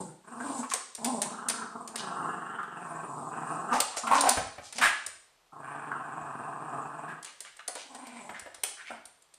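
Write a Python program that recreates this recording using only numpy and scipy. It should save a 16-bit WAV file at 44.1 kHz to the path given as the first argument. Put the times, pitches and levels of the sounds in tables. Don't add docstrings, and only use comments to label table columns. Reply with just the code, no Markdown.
import sys
import numpy as np
from scipy import signal
from scipy.fft import rfft, irfft, next_fast_len
from scipy.io import wavfile
from scipy.ndimage import map_coordinates

SR = 44100
rng = np.random.default_rng(int(sys.argv[2]) if len(sys.argv) > 2 else 0)


def store_wav(level_fs):
    pcm = np.round(np.clip(np.atleast_2d(level_fs), -1, 1) * 32767)
    wavfile.write(sys.argv[1], SR, pcm.T.astype(np.int16))


N = 413658

# (frequency [Hz], t60 [s])
ROOM_T60 = [(100, 0.27), (300, 0.56), (800, 0.46), (2000, 0.56), (4500, 0.63), (9000, 0.48), (14000, 0.093)]
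# (frequency [Hz], gain [dB])
AIR_SPECTRUM = [(15, -27.5), (25, -28), (33, -7), (66, -21), (167, -14.5), (237, -19.5), (427, -13),
                (604, -12), (1210, -11), (1460, -16), (3350, -18), (3830, -18), (4150, -19), (11800, -28),
                (15000, -37.5)]
KNOCK_SPECTRUM = [(60, -46), (150, -34), (260, -11), (420, -10.5), (560, 0.5), (730, 3), (950, -9),
                  (1350, -5.5), (2200, -11.5), (4000, -26), (9000, -37.5)]
BOOM_SPECTRUM = [(20, -59.5), (45, -30.5), (72, -1), (88, -5.5), (120, -14.5), (220, -14.5), (400, -38),
                 (1200, -49)]
CLICK_SPECTRUM = [(2000, -33.5), (4000, -10.5), (6000, -13), (8000, -4.5), (9600, -5.5), (10600, -18.5),
                  (14000, -26)]
SNAP_SPECTRUM = [(500, -38.5), (3000, 13.5), (7000, -36), (11000, 2.5), (14000, 8)]
RAP_SPECTRUM = [(150, -38.5), (400, -5.5), (650, -3.5), (1100, -6.5), (1900, -4), (3000, -7), (4500, -6),
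                (6500, -10.5), (10000, -38.5)]
RASP_SPECTRUM = [(150, -21), (450, -21), (700, -8.5), (1300, -0.5), (2700, -6), (3500, -14), (6000, -21.5),
                 (9000, -14.5), (10800, -28), (14000, -31)]
CHEST_SPECTRUM = [(50, -43), (95, -18), (135, -11.5), (200, -3), (290, -3), (380, -5.5), (480, -7),
                  (600, -15), (800, -8), (1500, -58.5)]
NOSE_SPECTRUM = [(2500, -21), (4000, -12.5), (6200, -10.5), (7500, -6.5), (8400, -8.5), (9600, -0.5),
                 (10400, -18), (14000, -35)]

# (time [s], knock [dB], boom [dB], boom t60 [s])
BUMPS = [(.738, -30, -72, .1), (0.978, -39.5, -65, 0.13), (3.805, -28, -59, 0.2), (3.969, -27, -49, 0.073),
         (4.371, -17.5, -29, 0.092), (4.392, -33, -62, 0.21), (4.581, -33, -50, 0.16),
         (4.787, -28, -63, 0.22), (5.068, -44.5, -67.5, 0.3), (6.215, -65, -64, 0.55),
         (7.682, -34, -80, .1), (7.755, -32, -69, .1), (8.292, -28.5, -60, .1), (8.419, -43, -66, .4),
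         (8.46, -35.5, -69, 0.27), (8.58, -48.5, -73, 0.15), (8.635, -33.5, -75, .1),
         (8.905, -33, -68, 0.18), (9.06, -59, -68, 0.058)]
# (time [s], length [s], level [dB], centre [Hz], half-width [octaves])
SCUFFS = [(0.416, 0.13, -52, 3000, .6), (0.55, 0.076, -48, 8950, 0.63), (0.69, 0.031, -36.5, 7000, 1),
          (1.964, 0.043, -37, 4030, 0.68), (3.707, 0.095, -39, 6000, 0.99),
          (3.895, 0.082, -40.5, 960, 0.41), (3.961, 0.03, -30, 7700, 0.49), (4.122, 0.06, -33, 6700, .9),
          (4.162, 0.028, -31, 3520, 0.88), (4.249, 0.11, -36.5, 4980, .79), (4.33, .054, -56, 8540, 0.33),
          (4.603, 0.096, -47, 5750, 1), (4.743, 0.033, -40, 4500, 1), (7.23, 0.073, -45, 1900, 0.79),
          (7.434, 0.059, -46, 1980, 0.55), (7.589, 0.0087, -39, 1540, 0.29), (7.737, 0.11, -44.5, 2880, 1),
          (7.939, 0.35, -52.5, 2100, 0.36), (8.337, 0.048, -37, 1740, 0.22),
          (8.64, 0.069, -41.5, 9000, 0.96), (8.756, 0.073, -43, 1650, 0.23),
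          (8.843, 0.049, -40.5, 2040, 0.29)]
# (time [s], level [dB], rap trim [dB], snap trim [dB])
CLAWS = [(.737, -13, -17.5, -28), (0.9506, -24, -23, -28), (1.0459, -17.5, -14, -7),
         (1.0568, -25.5, -8.5, -26), (1.2182, -14.5, -17, -22.5), (1.2253, -23.5, -9.5, -23),
         (1.486, -14.5, -16.5, -32), (1.4984, -15.5, -10.5, -29), (1.8761, -30.5, -14, -28),
         (1.9581, -21, -12.5, -34), (3.8031, -10.5, -14, -4), (3.9705, -24.5, -8, -25),
         (4.2088, -10.5, -16.5, -30), (4.2917, -6, -35, -11), (4.2963, -18, -11, -9),
         (4.7258, -30, -10.5, -20), (4.7837, -24, -2, -30), (5.0643, -22.5, -26, -34),
         (7.2281, -32.5, -15, -25), (7.2467, -28.5, -23, -30), (7.4054, -26, -17.5, -56),
         (7.5675, -41, -16, -33), (7.6789, -20.5, -24, -15), (7.753, -29.5, -12, -24),
         (7.9482, -37, -5.5, -34), (8.0695, -38, -9, -5), (8.395, -32, -10.5, -30), (8.545, -35.5, -9, -33),
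         (8.6353, -17, -14.5, 1), (9.055, -33.5, -37, -24.5), (9.2222, -46.5, -45.5, -28.5),
         (9.3399, -41.5, -15, -20)]
# (time [s], length [s], level [dB], throat [Hz], roughness [0-1], rasp [dB])
BARKS = [(0.399, 0.022, -35, 1510, 0.8, -13), (.63, 0.014, -29.5, 1080, 0.72, -7),
         (0.712, 0.02, -32, 1090, .54, .5), (2.588, 0.028, -29, 1286, 0.3, -24),
         (2.628, 0.0077, -25.5, 1260, 0.56, -12.5), (3.712, 0.049, -23.5, 1183, 0.35, -32),
         (3.726, 0.057, -26, 831, 0.49, -6.5), (4.068, 0.022, -28, 1330, 0.62, 0.5),
         (4.11, 0.052, -17.5, 978, 0.36, -9), (4.237, .016, -16.5, 844, .15, -14),
         (4.257, 0.045, -23, 790, 0.7, -5), (4.812, .058, -25, 1670, .6, 5.5),
         (4.82, 0.07, -37.5, 2015, 0.67, 14), (5.9136, 0.0058, -21.5, 1469, 0.43, -23),
         (7.08, 0.048, -42, 1673, 0.56, -7)]
# (time [s], pitch [Hz], effort [dB], throat [Hz], mouth opening [0-1])
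GROWLS = [
    [(0, 182.3, -39.5, 918, .3), (.05, 176, -54, 777, 0.67), (.11, 149.2, -58, 785, 1),
     (.15, 149, -74, 850, 0.5)],
    [(.235, 195, -68, 980, 0.86), (.275, 204.4, -51.5, 996, 0.92), (.36, 229.3, -46, 1125, .7),
     (.41, 245.6, -45, 928, 0.9), (.48, 276, -38.5, 998, 0.43), (.595, 251, -36.5, 848, 0.7),
     (.65, 252.7, -52, 1040, 1), (.68, 256, -60, 990, .7)],
    [(.98, 207.1, -52, 870, .2), (1.08, 262, -31, 840, 0.2), (1.15, 222, -40.5, 840, .05),
     (1.24, 200, -39, 852, 0.6), (1.34, 225.9, -42, 1138, 0.72), (1.62, 223, -44, 1318, 0.63),
     (1.82, 217, -48.5, 1040, .1), (1.97, 206.9, -46.5, 1005, 0.97), (2.2, 169.1, -37.5, 1175, 0.62),
     (2.42, 178.4, -40.5, 1126, 0.86), (2.64, 195.8, -49.5, 1296, 0.92), (2.88, 164.9, -42, 979, 0.85),
     (3.05, 153, -43.5, 1050, 0.85), (3.15, 152.1, -43, 1003, .05), (3.28, 149.1, -40.5, 1035, 0.31),
     (3.34, 150.8, -40.5, 1062, 0.9), (3.52, 160, -36.5, 1039, 0.76), (3.67, 178, -40, 1083, .68),
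     (3.74, 260.4, -31, 1147, 1), (3.8, 258, -49, 986, 0.37)],
    [(4.03, 234.6, -36, 1042, 0.2), (4.1, 242.7, -33.5, 972, .7), (4.14, 262, -28, 970, 1),
     (4.2, 280, -35, 914, 0.9), (4.33, 254, -34.5, 888, 1)],
    [(4.75, 215, -54, 850, 0.36), (4.8, 235, -47.5, 900, .6), (4.83, 255, -41, 990, .8)],
    [(5.52, 140, -55, 1127, 0.1), (5.63, 142.5, -46.5, 996, 0.9), (5.68, 143.1, -40.5, 1015, 0.95),
     (5.87, 146.5, -44, 1015, 0.95), (5.93, 147.1, -41.5, 1185, 0.67), (6.03, 147.2, -40.5, 1023, 0.92),
     (6.25, 143.8, -41.5, 1035, 0.79), (6.85, 139.8, -39.5, 1041, .74), (7.11, 167.3, -43, 1025, .9),
     (7.24, 151, -69, 1110, .98)],
    [(7.85, 281.3, -64, 837, 0.6), (7.94, 265.6, -51, 890, 0.7), (8.13, 241.5, -51, 905, 0.86),
     (8.27, 205.7, -50, 852, 0.2), (8.36, 199.7, -54, 960, 1)],
    [(8.895, 245, -55, 795, .7), (8.915, 238, -41.5, 825, 0.99), (9, 215, -69, 920, 1)],
]
# (chest trim [dB], nose trim [dB])
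GROWL_TRIMS = [(3, -10), (-1, -9), (-3.5, -15.5), (-10.5, -21), (0, -20), (-7, -21), (-5, -13),
               (-13, -19.5)]
# (ratio to throat frequency [1], width [Hz], gain [dB])
THROAT_MODES = [(.74, 248, 11), (1.0, 270, 10.5), (1.17, 262, 9.5)]
# (frequency [Hz], width [Hz], gain [dB])
MOUTH_MODES = [(1550, 330, 30.5), (1685, 700, 10)]


def amp(db):
    return 10 ** (np.asarray(db) / 20)


def unit_rms(x):
    return x / np.sqrt(np.mean(x ** 2) + 1e-20)


def lookup(table, hz):
    knots_hz, values = np.transpose(table)
    return np.interp(np.log(hz + 1), np.log(knots_hz + 1), values)


def shaped(x, spectrum):
    size = next_fast_len(len(x) + 512)
    gain = amp(lookup(spectrum, np.fft.rfftfreq(size, 1 / SR)))
    return unit_rms(irfft(rfft(x, size) * gain, size)[:len(x)])


def wander(count, rate_hz):
    knots = rng.standard_normal(2048)
    return unit_rms(map_coordinates(knots, [np.arange(count) * rate_hz / SR], order=2, mode="wrap"))


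def resonate(x, hz, width_hz):
    carrier = np.exp(2j * np.pi * np.cumsum(hz * np.ones(len(x))) / SR)
    pole = np.exp(-np.pi * width_hz / SR)
    baseband = signal.lfilter([(1 - pole) ** 2], [1, -2 * pole, pole * pole], x / carrier + 1e-18)
    return 2 * (carrier * baseband).real


def highpass(x, hz, order=4):
    return signal.sosfilt(signal.butter(order, hz, "high", fs=SR, output="sos"), x)


def track(events):
    mix = np.zeros(N)
    for start_s, sound in events:
        part = mix[max(round(start_s * SR), 0):][:len(sound)]
        part += sound[:len(part)]
    return mix


def room(x, wet_db, early_db):
    size, taps_per_s = 32768, 8000
    taps = rng.choice([-1., 1.], size) * (rng.random(size) < taps_per_s / SR)
    hz, t, bands = signal.stft(taps, SR, nperseg=256)
    envelope = amp(-60 * t / lookup(ROOM_T60, hz)[:, None]) * np.minimum(t / 0.0057, 1)
    tail = signal.istft(bands * envelope, SR, nperseg=256)[1]
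    response = amp(wet_db) * tail / np.linalg.norm(tail)
    response[rng.integers(60, 700, size=8)] += amp(early_db) * rng.choice([-1., 1.], size=8)
    response[0] += 1
    return signal.fftconvolve(x, response / np.linalg.norm(response))[:N]


def room_air(level_db=-68.5):
    return amp(level_db) * shaped(rng.standard_normal(N), AIR_SPECTRUM)


def bump(start_s, knock_db, boom_db, boom_t60_s, knock_t60_s=0.055, floor_hz=86):
    t = np.arange(SR // 2) / SR
    board_noise, floor_noise = rng.standard_normal((2, len(t)))
    knock = shaped(board_noise, KNOCK_SPECTRUM) * amp(-60 * t / knock_t60_s) * (1 - np.exp(-t / 0.0016))
    lowest_mode = np.sqrt(2) * np.sin(2 * np.pi * floor_hz * t)
    boom = 0.72 * lowest_mode + 1.2 * shaped(floor_noise, BOOM_SPECTRUM)
    boom *= amp(-60 * t / boom_t60_s) * (1 - np.exp(-t / 0.003))
    return start_s, amp(knock_db) * knock + amp(boom_db) * boom


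def scuff(start_s, length_s, level_db, centre_hz, half_width_oct, grain_db=5):
    count = int(length_s * SR) + 256
    hz = np.fft.rfftfreq(count, 1 / SR)
    grains = rng.standard_normal(SR)[:count] * amp(grain_db * wander(count, 400))
    detune = np.log2((hz + 1) / centre_hz) / half_width_oct
    band = (1 + detune ** 2) ** -0.75 / np.hypot(1, (hz / 10000) ** 12)
    friction = unit_rms(irfft(rfft(grains) * band, count))
    return start_s, amp(level_db) * friction * signal.windows.tukey(count, 0.6)


def claw_strike(start_s, level_db, rap_db, snap_db, gap_s=0.0031, tick_s=0.0012, rap_decay_s=0.012):
    t = np.arange(2048) / SR
    click_noise, rap_noise, tip_noise = rng.standard_normal((3, len(t)))
    age_s = np.maximum([t, t - gap_s], 0)
    first, second = (1 - np.exp(-age_s / tick_s)) * np.exp(-age_s / tick_s)
    click = shaped(click_noise, CLICK_SPECTRUM) + 0.18 * unit_rms(resonate(click_noise, 8990, 1500))
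    ticks = (amp(6) * click + amp(snap_db + 5) * shaped(tip_noise, SNAP_SPECTRUM)) * (first + second)
    rap = shaped(rap_noise, RAP_SPECTRUM) * np.exp(-t / rap_decay_s)
    return start_s - 0.0005, amp(level_db) * (ticks + amp(rap_db - 1) * rap)


def vocal_folds(pitch_hz, rough, jitter, shimmer_db):
    count = len(pitch_hz)
    cycles = np.cumsum(pitch_hz * (1 + jitter * rough * wander(count, 170))) / SR
    pulses = np.diff(np.floor(cycles), prepend=-1) * amp(shimmer_db * rough * wander(count, 200))
    puffs = np.exp(-(cycles % 1) / 0.58) * rng.standard_normal(count)
    return unit_rms(pulses - pulses.mean()), unit_rms(puffs)


def bark(start_s, length_s, level_db, throat_hz, rough, rasp_db, rise_s=0.0022, fall_s=0.013):
    t = np.arange(int((length_s + 0.056) * SR)) / SR
    arch = np.sin(np.pi * np.minimum(t / length_s, 1))
    pitch_hz = 254 * (0.94 + 0.086 * arch)
    pulses, puffs = vocal_folds(pitch_hz, rough, jitter=0.12, shimmer_db=7)
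    drive = (1 - rough) * pulses + rough * puffs
    ring = unit_rms(resonate(drive, throat_hz, width_hz=330))
    rasp = amp(rasp_db) * shaped(puffs + 0.4 * pulses, RASP_SPECTRUM)
    envelope = np.minimum(t / rise_s, 1) * np.exp(-np.maximum(t - length_s + fall_s, 0) / fall_s)
    return start_s, amp(level_db) * (ring + rasp) * envelope


def nose_whistle(puffs, centre_hz=8320, width_hz=800):
    hz = centre_hz * (1 + 0.035 * wander(len(puffs), 30))
    return unit_rms(resonate(puffs, hz, width_hz) + 0.4 * resonate(puffs, 0.89 * hz, width_hz))


def chest_tone(pulses, puffs, pitch_hz, rough):
    hum = (1 - rough) ** 2 * unit_rms(resonate(pulses, pitch_hz, width_hz=150))
    return amp(-1) * shaped(pulses + rough * puffs, CHEST_SPECTRUM) + hum


def formants(drive, modes, scale):
    return unit_rms(sum((-1) ** k * amp(gain_db) * resonate(drive, centre * scale, width_hz)
                        for k, (centre, width_hz, gain_db) in enumerate(modes)))


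def vocal_tract(drive, throat_hz, opening, shut_db=-41):
    throat = unit_rms(highpass(formants(drive, THROAT_MODES, throat_hz), 560, order=8))
    mouth = formants(drive, MOUTH_MODES, (throat_hz / 1050) ** 0.25)
    teeth_hz = 2428 * (throat_hz / 1000) ** 0.97
    teeth = amp(-11.5) * unit_rms(resonate(drive, teeth_hz, width_hz=450))
    rasp = amp(-28) * unit_rms(resonate(drive, 2830, width_hz=800))
    return amp(1) * throat + amp(shut_db * (1 - opening) - 2) * (mouth + teeth + rasp)


def palate_flutter_db(push_db, start_hz=25.14, end_hz=20.31):
    count = len(push_db)
    depth_db = np.clip(3.2 - 0.18 * push_db, 0, 7)
    rate_hz = np.linspace(start_hz, end_hz, count) * (1 + 0.12 * wander(count, 25))
    return depth_db * np.sin(2 * np.pi * np.cumsum(rate_hz) / SR)


def growl(curve, chest_db, nose_db, mid_pitch_hz=200, mid_throat_hz=1000, mid_effort_db=-42):
    knots_s, *columns = np.transpose(curve)
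    t = np.arange(knots_s[0], knots_s[-1], 1 / SR)
    pitch_hz, effort_db, throat_hz, opening = (np.interp(t, knots_s, column) for column in columns)
    jaw_oct = np.log2(throat_hz / mid_throat_hz)
    push_db = effort_db - mid_effort_db
    rough = np.clip(0.46 - 0.2 * np.log2(pitch_hz / mid_pitch_hz) + 0.55 * jaw_oct, 0, 1)
    pitch_hz *= 1 + 0.04 * rough * wander(len(t), 35.02)
    effort_db += 1.4 * wander(len(t), 12.19)
    pulses, puffs = vocal_folds(pitch_hz, rough, jitter=0.2, shimmer_db=7.5)
    drive = (1 - rough) * pulses + 1.27 * rough * puffs
    voice = vocal_tract(drive, throat_hz, opening)
    chest = chest_tone(pulses, puffs, pitch_hz, rough)
    chest *= amp(chest_db - 6.5 * jaw_oct - 0.085 * push_db)
    whistle = amp(-0.5) * nose_whistle(puffs)
    flutter_db = palate_flutter_db(push_db)
    nose = whistle * unit_rms(amp(1.7 * flutter_db)) + amp(-3) * shaped(puffs, NOSE_SPECTRUM)
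    nose *= amp(nose_db - 23 * jaw_oct)
    sound = (voice + chest) * unit_rms(amp(flutter_db)) + nose
    fade = np.clip(np.minimum(t - t[0], t[-1] - t) / 0.0083, 0, 1)
    return t[0], highpass(amp(effort_db) * sound * fade, 80)


def scene():
    growls = track(growl(curve, *trims) for curve, trims in zip(GROWLS, GROWL_TRIMS))
    growls = room(growls, wet_db=-5.5, early_db=-15)
    barks = room(track(bark(*row) for row in BARKS), wet_db=-4, early_db=-27.5)
    claws, tails = np.zeros(N), 4
    for tail in range(tails):
        clicks = track(claw_strike(*row) for row in CLAWS[tail::tails])
        claws += room(clicks, wet_db=-6.5, early_db=-21)
    scuffs = room(track(scuff(*row) for row in SCUFFS), wet_db=-2, early_db=-11.5)
    bumps = room(track(bump(*row) for row in BUMPS), wet_db=-2.5, early_db=-29.5)
    mid = room_air() + bumps + amp(-3) * scuffs + amp(-1.5) * claws + amp(-3) * barks + growls
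    side = amp(-11) * highpass(mid, 6370, order=8) * wander(N, 500)
    return np.array([mid + side, mid - side])


def record(dry):
    lowpass = signal.firwin(255, 14500, window=("kaiser", 8), fs=SR)
    return signal.oaconvolve(dry, lowpass[None], "same")


dry = scene()
out = record(dry)
store_wav(out)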